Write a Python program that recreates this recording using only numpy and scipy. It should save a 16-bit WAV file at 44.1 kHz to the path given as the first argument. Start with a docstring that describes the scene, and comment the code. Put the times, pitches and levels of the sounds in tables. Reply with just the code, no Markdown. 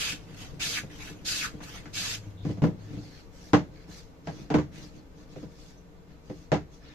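"""Hand plane on pine

A metal plane takes four shavings off a pine board: fibres snap, the curl sings, the sole rubs back.
The plane is set down on the wooden bench, a board is dropped, turned and shifted, and the plane
lands on it again. Blows ring bench, board and plane; slides hiss, rumble and faintly squeak.
The workshop is small and open to a quiet street."""
import sys
import numpy as np
from scipy import signal
from scipy.fft import rfft, irfft
from scipy.io import wavfile
from scipy.ndimage import uniform_filter1d

SR = 44100
rng = np.random.default_rng(int(sys.argv[2]) if len(sys.argv) > 2 else 0)


def wav_record(signal):
    """Record a signal, one row per channel, as 16-bit PCM in the file named by sys.argv[1]."""
    frames = np.transpose(np.atleast_2d(signal))
    bounded = np.clip(frames, -1, 1)
    # unit amplitude maps onto the largest positive 16-bit level
    quanta = np.round(bounded * 32767).astype(np.int16)
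    wavfile.write(sys.argv[1], SR, quanta)


N = 306054
TIME_S = np.arange(N) / SR
FREQS_HZ = np.maximum(np.fft.rfftfreq(N, 1 / SR), 1)

# wood modes: freq_hz, level_db, t60_s
BENCH_MODES = [(78.8, -13, 0.38), (109.2, -18.5, 0.11), (145.6, -2.5, 0.16), (166, -4, 0.14),
               (197, -2.5, 0.15), (225.9, -3, 0.12)]
BOARD_MODES = [(298.1, 6, 0.15), (439.2, -2, 0.09), (479.3, -7.5, 0.13), (550, -19, 0.099), (614, -24, 0.2),
               (1005, -13, 0.094), (1450, -8, 0.027), (1710, -39, 0.082), (2020, -30, 0.049)]
# dull wood spectrum: freq_hz, density_db
THUD_SPECTRUM = [(35, -30), (80, -12.5), (140, 7.5), (200, 1), (250, -7.5), (305, -0.5), (360, -6.5),
                 (500, -12.5), (800, -19), (1500, -57)]


def from_db(db):
    """Decibels to gain."""
    return 10 ** (np.asarray(db) / 20)


def rms_one(x):
    """Scale to unit rms."""
    return x / np.sqrt(np.mean(x ** 2) + 1e-20)


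def on_freqs(points):
    """Interpolate (freq_hz, value) rows over log frequency."""
    hz, value = np.transpose(points)
    return np.interp(np.log(FREQS_HZ), np.log(hz), value)


def in_time(points):
    """Interpolate (time_s, value) rows at every sample."""
    return np.interp(TIME_S, *np.transpose(points))


def flutter(rate_hz, depth_db):
    """Randomly wandering gain, unit rms."""
    slow = irfft(rfft(rng.standard_normal(N)) / (1 + (FREQS_HZ / rate_hz) ** 2), N)
    return rms_one(from_db(depth_db * rms_one(slow)))


def noise(spectrum, colour=1):
    """Shaped stereo noise, alike in the bass, diffuse in the treble; mid at unit rms."""
    # left-right likeness: freq_hz, correlation
    likeness = [(30, 0.1), (60, 0.72), (130, 0.65), (300, 0.86), (650, 0.36), (1300, 0.1), (2500, 0.12),
                (4500, -0.03), (14000, -0.05)]
    alike = on_freqs(likeness)
    shaped = rfft(rng.standard_normal((2, N))) * from_db(on_freqs(spectrum)) * colour
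    mid, side = irfft(shaped * np.sqrt([1 + alike, 1 - alike]), N)
    return np.array([mid + side, mid - side]) / np.std(mid)


def resonant(peaks):
    """Colour that resonances add to a flat spectrum."""
    powers = (from_db(db) ** 2 / (1 + (2 * (FREQS_HZ - hz) / width_hz) ** 2)
              for hz, width_hz, db in peaks)
    return np.sqrt(1 + sum(powers))


def ripple(spacing_hz, depth_db):
    """Spectral ripple of many weak modes and reflections, separate for mid and side."""
    knots_hz = np.arange(0, SR / 2, spacing_hz)
    heights = rng.standard_normal((2, 4096))[:, :len(knots_hz)]
    return from_db(depth_db * np.array([np.interp(FREQS_HZ, knots_hz, row) for row in heights]))


def over_grain(x, depth_db):
    """Narrow spectral patches swell and fade as the contact crosses the grain."""
    cells = signal.stft(x, nperseg=1024, noverlap=896)[2]
    patches = uniform_filter1d(rng.standard_normal(cells.shape[1:]), size=9, axis=0)
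    patches = uniform_filter1d(patches, size=11, axis=1)
    cells *= from_db(depth_db * rms_one(patches))
    return signal.istft(cells, nperseg=1024, noverlap=896)[1][:, :N]


def moving_resonance(x, centre_hz, width_hz):
    """Band-pass retuned block by block, output at unit rms."""
    radius = np.exp(-np.pi * width_hz / SR)
    out, state = np.zeros_like(x), np.zeros((2, 2))
    for i in range(0, N, 128):
        block = slice(i, i + 128)
        poles = [1, -2 * radius * np.cos(2 * np.pi * centre_hz[i] / SR), radius ** 2]
        out[:, block], state = signal.lfilter([1, 0, -1], poles, x[:, block], zi=state)
    return rms_one(out)


def stroke(start_s, length_s, attack_s, swell_db, fall_db_per_s):
    """Gain of one hand movement: sets in, swells or eases, dies away."""
    t = TIME_S - start_s
    along = np.clip(t / length_s, 0, 1) - .5
    fall_db = fall_db_per_s * np.maximum(t - length_s, 0)
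    return np.clip(t / attack_s, 0, 1) * from_db(swell_db * along - fall_db)


def leaning(lift_s=2.304, fall_db_per_s=225):
    """Unit gain while the plane bears on the board, fading as it lifts."""
    return from_db(-fall_db_per_s * np.maximum(TIME_S - lift_s, 0))


def blows(times_s, level_db):
    """One impulse per blow."""
    clicks = np.full(N, 1e-18)
    clicks[np.round(times_s * SR).astype(int)] = from_db(level_db)
    return clicks


def dying(clicks, t60_s, rise_s):
    """Envelope after blows: quick swell, exponential decay."""
    power = signal.lfilter([1], [1, -from_db(-120 / (t60_s * SR))], clicks ** 2)
    pole = np.exp(-1 / (rise_s * SR))
    return signal.lfilter([1 - pole], [1, -pole], np.sqrt(power))


def ring(clicks, modes, rise_s):
    """Decaying modes that swell as the blow spreads."""
    t = TIME_S[:SR]
    rings = sum((-1) ** k * from_db(db - 60 * t / t60_s) * np.sin(2 * np.pi * hz * t)
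                for k, (hz, db, t60_s) in enumerate(modes))
    return signal.fftconvolve(clicks, rings * (1 - np.exp(-t / rise_s)))[:N]


def workshop(x, t60_s, wet_db):
    """Add diffuse reflections, different on each side."""
    t = TIME_S[:SR]
    tail = rng.standard_normal((2, SR)) * from_db(-60 * t / t60_s) * (t > .006)
    tail /= np.sqrt(np.sum(tail ** 2, axis=1, keepdims=True))
    return x + from_db(wet_db) * signal.fftconvolve(np.atleast_2d(x), tail, axes=1)[:, :N]


def street(wash_db=-48.5, fade_db_per_s=0.62, hum_hz=104.6, hum_trim_db=-2):
    """Slowly sinking outdoor wash; a wavering hum comes and goes."""
    # outdoor wash: freq_hz, density_db
    wash_spectrum = [(12, -4.5), (20, 3), (70, 4), (111, -1), (155, -1.5), (211, -5), (445, -10.5),
                     (865, -17), (1350, -23), (5850, -34), (7100, -33.5), (8620, -46.5), (13800, -39),
                     (15000, -79.5)]
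    # hum envelope: time_s, level_db
    hum_levels = [(0, -51.5), (1.8, -54), (2.1, -45), (2.4, -42.5), (3.0, -42.5), (3.2, -60.5), (6.94, -84)]
    phase = 2 * np.pi * np.cumsum(hum_hz * flutter(rate_hz=4.2, depth_db=0.23)) / SR
    waver = flutter(rate_hz=19, depth_db=4)
    hum = from_db(hum_trim_db + in_time(hum_levels)) * np.sqrt(2) * np.sin(phase) * waver
    wash = noise(wash_spectrum, ripple(spacing_hz=23.22, depth_db=3.5))
    return from_db(wash_db - fade_db_per_s * TIME_S) * wash + hum


def squeaks(width_hz=550):
    """Friction feeds one narrow resonance of the sliding piece."""
    # singing edges: start_s, length_s, pitch_hz, level_db
    edges = [(2.365, 0.059, 3600, -62), (2.97, 0.24, 4340, -63), (5.764, 0.019, 6040, -64.5),
             (6.72, 0.029, 6150, -66)]
    out = 0
    for start_s, length_s, hz, db in edges:
        band = rfft(rng.standard_normal((2, N))) / (1 + (2 * (FREQS_HZ - hz) / width_hz) ** 2)
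        gain = from_db(db) * stroke(start_s, length_s, attack_s=0.015, swell_db=4, fall_db_per_s=404)
        out += gain * rms_one(irfft(band, N))
    return out


def sliding(rub_trim_db=-1, rumble_trim_db=-4, ring_db=3.5, treble_hz=4200):
    """Things dragged over the dusty bench hiss; dragging and planing rumble the wood's modes."""
    # drags: start_s, length_s, hiss_db, extra_treble_db, rumble_db
    slides = [(2.414, 0.098, -55.5, -5, -55), (2.764, 0.15, -60.5, -5.5, -49.5),
              (2.894, 0.092, -61, -4, -36), (2.988, 0.21, -61, 1, -63), (3.311, 0.18, -62.5, 5.5, -56),
              (3.702, 0.14, -63, -7, -56), (3.868, 0.12, -57, 4.5, -58), (4.234, 0.19, -56, -4, -41.5),
              (4.706, 0.135, -54, -1, -43), (4.916, 0.056, -67, 0, -44), (5.132, 0.087, -63, -3.5, -49),
              (5.273, 0.16, -62.5, -1, -47.5), (5.48, 0.11, -69.5, 5, -73), (5.574, 0.13, -64.5, 4, -59),
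              (6.072, 0.034, -62, -19, -51), (6.221, 0.21, -66.5, 2.5, -53.5), (6.69, 0.061, -66, 2.5, -58),
              (6.8, 0.19, -55.5, -16.5, -50.5)]
    moves = np.array([stroke(start_s, length_s, attack_s=0.048, swell_db=3, fall_db_per_s=196)
                      for start_s, length_s, *_ in slides])
    hiss_db, treble_db, drag_db = np.transpose(slides)[2:]
    # friction hiss: freq_hz, density_db
    rub_spectrum = [(350, -42), (600, -2), (715, -11), (961, -9), (1180, -7.5), (1650, -6.5), (6420, -8),
                    (8750, -23.5), (13800, -25.5), (15000, -40)]
    colour = resonant([(4380, 190, 1.5)]) * ripple(spacing_hz=60.03, depth_db=2)
    hiss = over_grain(noise(rub_spectrum, colour), depth_db=3)
    dull = irfft(rfft(hiss) / (1 + (FREQS_HZ / treble_hz) ** 4), N)
    rub = from_db(hiss_db) @ moves * dull + from_db(hiss_db + treble_db) @ moves * (hiss - dull)
    wood = resonant([(hz, np.log(1000) / (np.pi * t60_s), db + ring_db)
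                     for hz, db, t60_s in BENCH_MODES + BOARD_MODES])
    plane_drag = from_db(-48) * leaning() * flutter(rate_hz=8.7, depth_db=0.5)
    rub *= flutter(rate_hz=150, depth_db=1)
    rumble = (from_db(drag_db) @ moves + plane_drag) * noise(THUD_SPECTRUM, wood)
    return from_db(rub_trim_db) * rub + from_db(rumble_trim_db) * rumble


def knocks(thud_trim_db=-8, boom_trim_db=-29, clack_trim_db=-3, crack_trim_db=-22, tick_trim_db=-14.5):
    """Blows ring bench, board and plane; crowded upper modes clack, loose things chatter."""
    # impacts: time_s, bench_db, board_db, plane_db, clack_db, clack_hz
    impacts = [(0.127, -43, -42, -58, -52, 900), (0.525, -40, -42, -60, -72, 608),
               (0.834, -38, -68, -48, -50, 592), (1.101, -41.5, -43.5, -57, -58, 895),
               (1.536, -36, -41.5, -57, -51, 721), (1.604, -39, -46.5, -65, -40.5, 1116),
               (1.857, -40.5, -53, -58, -40, 1486), (2.45, -22, -29.5, -54, -42.5, 1150),
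               (2.492, -22.5, -31, -59, -47, 1150), (2.573, -33, -54, -63, -47, 650),
               (2.620, -16, -24, -47, -30.5, 1200), (2.638, -13.5, -17.5, -42, -27, 1050),
               (2.669, -25, -37, -35, -42, 970), (3.533, -17.5, -9.5, -35, -10, 994),
               (3.881, -40.5, -43, -67, -60, 697), (4.272, -30, -40.5, -45.5, -31, 748),
               (4.502, -27, -22, -45, -25.5, 890), (4.541, -15.5, -12.5, -28.5, -17.5, 980),
               (4.584, -40, -23.5, -31, -28.5, 1070), (5.360, -44, -44, -39.5, -47.5, 458),
               (5.428, -35, -37, -46, -49, 400), (6.298, -37, -35, -36, -43, 560),
               (6.518, -20.5, -30, -24, -16, 540), (6.542, -26, -24, -37, -29.5, 930)]
    # plane body: freq_hz, level_db, t60_s
    plane_modes = [(128, 0.5, 0.16), (375.6, -3.5, 0.13), (410, -7, 0.21), (512.4, 1, 0.083),
                   (638, -5, 0.06), (754, -13, 0.037), (895, -15.5, 0.037), (1220, -30, 0.096)]
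    # wooden clack and treble crack: freq_hz, density_db
    clack_spectrum = [(200, 3.5), (380, 4), (520, 8), (700, 3.5), (1000, -4.5), (1200, -5), (1500, -5.5),
                      (2100, -5.5), (3000, -5.5), (6000, -23)]
    crack_spectrum = [(700, 5.5), (1800, 12.5), (3000, 2.5), (5000, 1.5), (7000, -2), (8500, -24),
                      (14500, -44)]
    times_s, bench_db, board_db, plane_db, clack_db, clack_hz = np.transpose(impacts)
    body = ring(blows(times_s, bench_db), BENCH_MODES, rise_s=0.0085)
    body += ring(blows(times_s, board_db), BOARD_MODES, rise_s=0.012)
    body += ring(blows(times_s, plane_db), plane_modes, rise_s=0.0026)
    energy = np.sum(from_db([bench_db, board_db, plane_db]) ** 2, axis=0)
    weight = blows(times_s, 10 * np.log10(energy))
    thud = from_db(thud_trim_db) * dying(weight, t60_s=0.23, rise_s=0.00084) * noise(THUD_SPECTRUM)
    boom = from_db(boom_trim_db) * dying(weight, t60_s=0.58, rise_s=0.03) * noise(THUD_SPECTRUM)
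    # the spot struck decides which upper modes stand out
    latest = np.maximum(np.searchsorted(times_s, TIME_S) - 1, 0)
    upper = noise(clack_spectrum, ripple(spacing_hz=30.2, depth_db=2.5))
    upper = moving_resonance(upper, clack_hz[latest], width_hz=400)
    clack = from_db(clack_trim_db) * dying(blows(times_s, clack_db), t60_s=0.15, rise_s=0.00077) * upper
    sharp = blows(times_s, 0.77 * clack_db)  # crack grows more slowly than clack
    crack = from_db(crack_trim_db) * dying(sharp, t60_s=0.21, rise_s=0.0004)
    crack = crack * noise(crack_spectrum, ripple(spacing_hz=71.6, depth_db=2.5))
    # first touch of two hard faces
    tick = from_db(tick_trim_db) * dying(sharp, t60_s=0.0054, rise_s=0.00011) * noise(crack_spectrum)
    chatter = flutter(rate_hz=86, depth_db=0.5)
    return workshop(body, t60_s=0.04, wet_db=-6) + thud + boom + chatter * (clack + crack) + tick


def sole_rub(iron, trim_db=-1.74):
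    """The sole rubs faintly throughout the planing, louder as it slides back."""
    # return strokes: start_s, length_s, level_db, swell_db
    returns = [(0.265, 0.17, -56.5, 20.5), (0.888, 0.2, -50.5, 12), (1.614, 0.16, -48.5, 2)]
    # sole on pine: freq_hz, density_db
    sole_spectrum = [(290, -46.5), (500, -12), (619, -3.5), (1160, -3), (1240, -1), (2960, -1.5),
                     (4170, -6.5), (6570, -5), (8370, -16.5), (14000, -19), (15000, -43)]
    back = sum(from_db(db) * stroke(start_s, length_s, 0.021, swell_db, fall_db_per_s=225)
               for start_s, length_s, db, swell_db in returns)
    gain = from_db(trim_db) * np.hypot(back, from_db(-64) * leaning())
    catches = flutter(rate_hz=190, depth_db=0.5) * flutter(rate_hz=55, depth_db=1)
    return gain * catches * over_grain(noise(sole_spectrum, iron ** 0.65), depth_db=3.5)


def cut_curves(fastest_at=0.56, catch_s=0.034):
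    """Tear gain, shaving gain and pitch: pitch follows speed; the shaving catches as the plane slows."""
    # cuts: start_s, length_s, bite_s, tear_db, shaving_db, catch_db, bite_hz, full_speed_hz, end_hz
    cuts = [(-0.015, 0.14, 0.027, -36, -31, -49, 3170, 3150, 2730),
            (0.593, 0.19, 0.033, -35.5, -32, -33, 2560, 4700, 2080),
            (1.245, 0.21, 0.04, -35, -32, -35, 4100, 4500, 1170),
            (1.928, 0.22, 0.054, -35.5, -36.5, -55, 3850, 4100, 3000)]
    tear, shaving, pitch = 0, 0, []
    for start_s, length_s, bite_s, tear_db, shaving_db, catch_db, bite_hz, full_hz, end_hz in cuts:
        end_s = start_s + length_s
        # eases as the arm extends, dies once the iron leaves the wood
        push = stroke(start_s, length_s, bite_s, swell_db=-4.5, fall_db_per_s=367)
        catch = from_db(catch_db) * np.exp(-((TIME_S - end_s + catch_s / 2) / catch_s) ** 2)
        tear += from_db(tear_db) * push
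        shaving += np.hypot(from_db(shaving_db) * push, catch)
        pitch += [(start_s, bite_hz), (start_s + fastest_at * length_s, full_hz),
                  (end_s, end_hz), (end_s + length_s, end_hz)]
    return tear, shaving, in_time(pitch)


def planing(tear_trim_db=-1.4, shaving_trim_db=-2.5, pan_db=-0.25):
    """Fibres snap in uneven runs and ring the plane; the shaving sings as it curls; the sole rubs."""
    # iron and casting resonances: freq_hz, width_hz, level_db
    iron_peaks = [(2198, 11, 11), (2565, 62, 4), (2650, 17, 4), (3030, 21, 4), (3608, 22, 8),
                  (3920, 45, 8.5), (4560, 110, 7), (5360, 41, 1), (6480, 48, 5.5), (8360, 27, 3.5),
                  (10600, 130, -2)]
    # tearing fibres and curling shaving: freq_hz, density_db
    tear_spectrum = [(300, -9), (800, -12), (1400, -6.5), (2500, -3), (4400, -2.5), (5800, -1), (7200, -3),
                     (8300, -15), (9500, -16.5), (11000, -13.5), (12500, -16), (14500, -23)]
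    curl_spectrum = [(500, -17), (1300, 9.5), (4000, -1), (8000, 5.5)]
    tear_gain, shaving_gain, pitch_hz = cut_curves()
    iron = resonant(iron_peaks) * ripple(spacing_hz=35.98, depth_db=3.5)
    snaps = flutter(rate_hz=400, depth_db=0.5) * flutter(rate_hz=29, depth_db=-0.45)
    tearing = from_db(tear_trim_db) * tear_gain * over_grain(noise(tear_spectrum, iron), depth_db=2.5)
    # the curl buckles against the chip breaker, so its resonance jumps
    curl_hz = pitch_hz * flutter(rate_hz=38, depth_db=-0.65)
    curl = moving_resonance(noise(curl_spectrum, iron), curl_hz, width_hz=810)
    shaving = from_db(shaving_trim_db) * shaving_gain * curl
    return (snaps * (tearing + shaving) + sole_rub(iron)) * from_db([[pan_db], [-pan_db]])


def scene():
    """Bench work over the street's wash."""
    return planing() + sliding() + squeaks() + knocks() + street()


def record(dry, cutoff_hz=14450):
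    """Two microphone ports of unequal colour, then a steep low-pass."""
    # port sensitivity: freq_hz, left_minus_right_db
    ports = [(30, 10.5), (60, 4), (125, 2), (400, -1.5), (2000, 1.16), (14000, -1.5)]
    heard = irfft(rfft(dry) * from_db(on_freqs(ports) * [[.5], [-.5]]), N)
    return signal.sosfilt(signal.ellip(12, .1, 90, cutoff_hz, fs=SR, output="sos"), heard)


dry = scene()
out = record(dry)
wav_record(out)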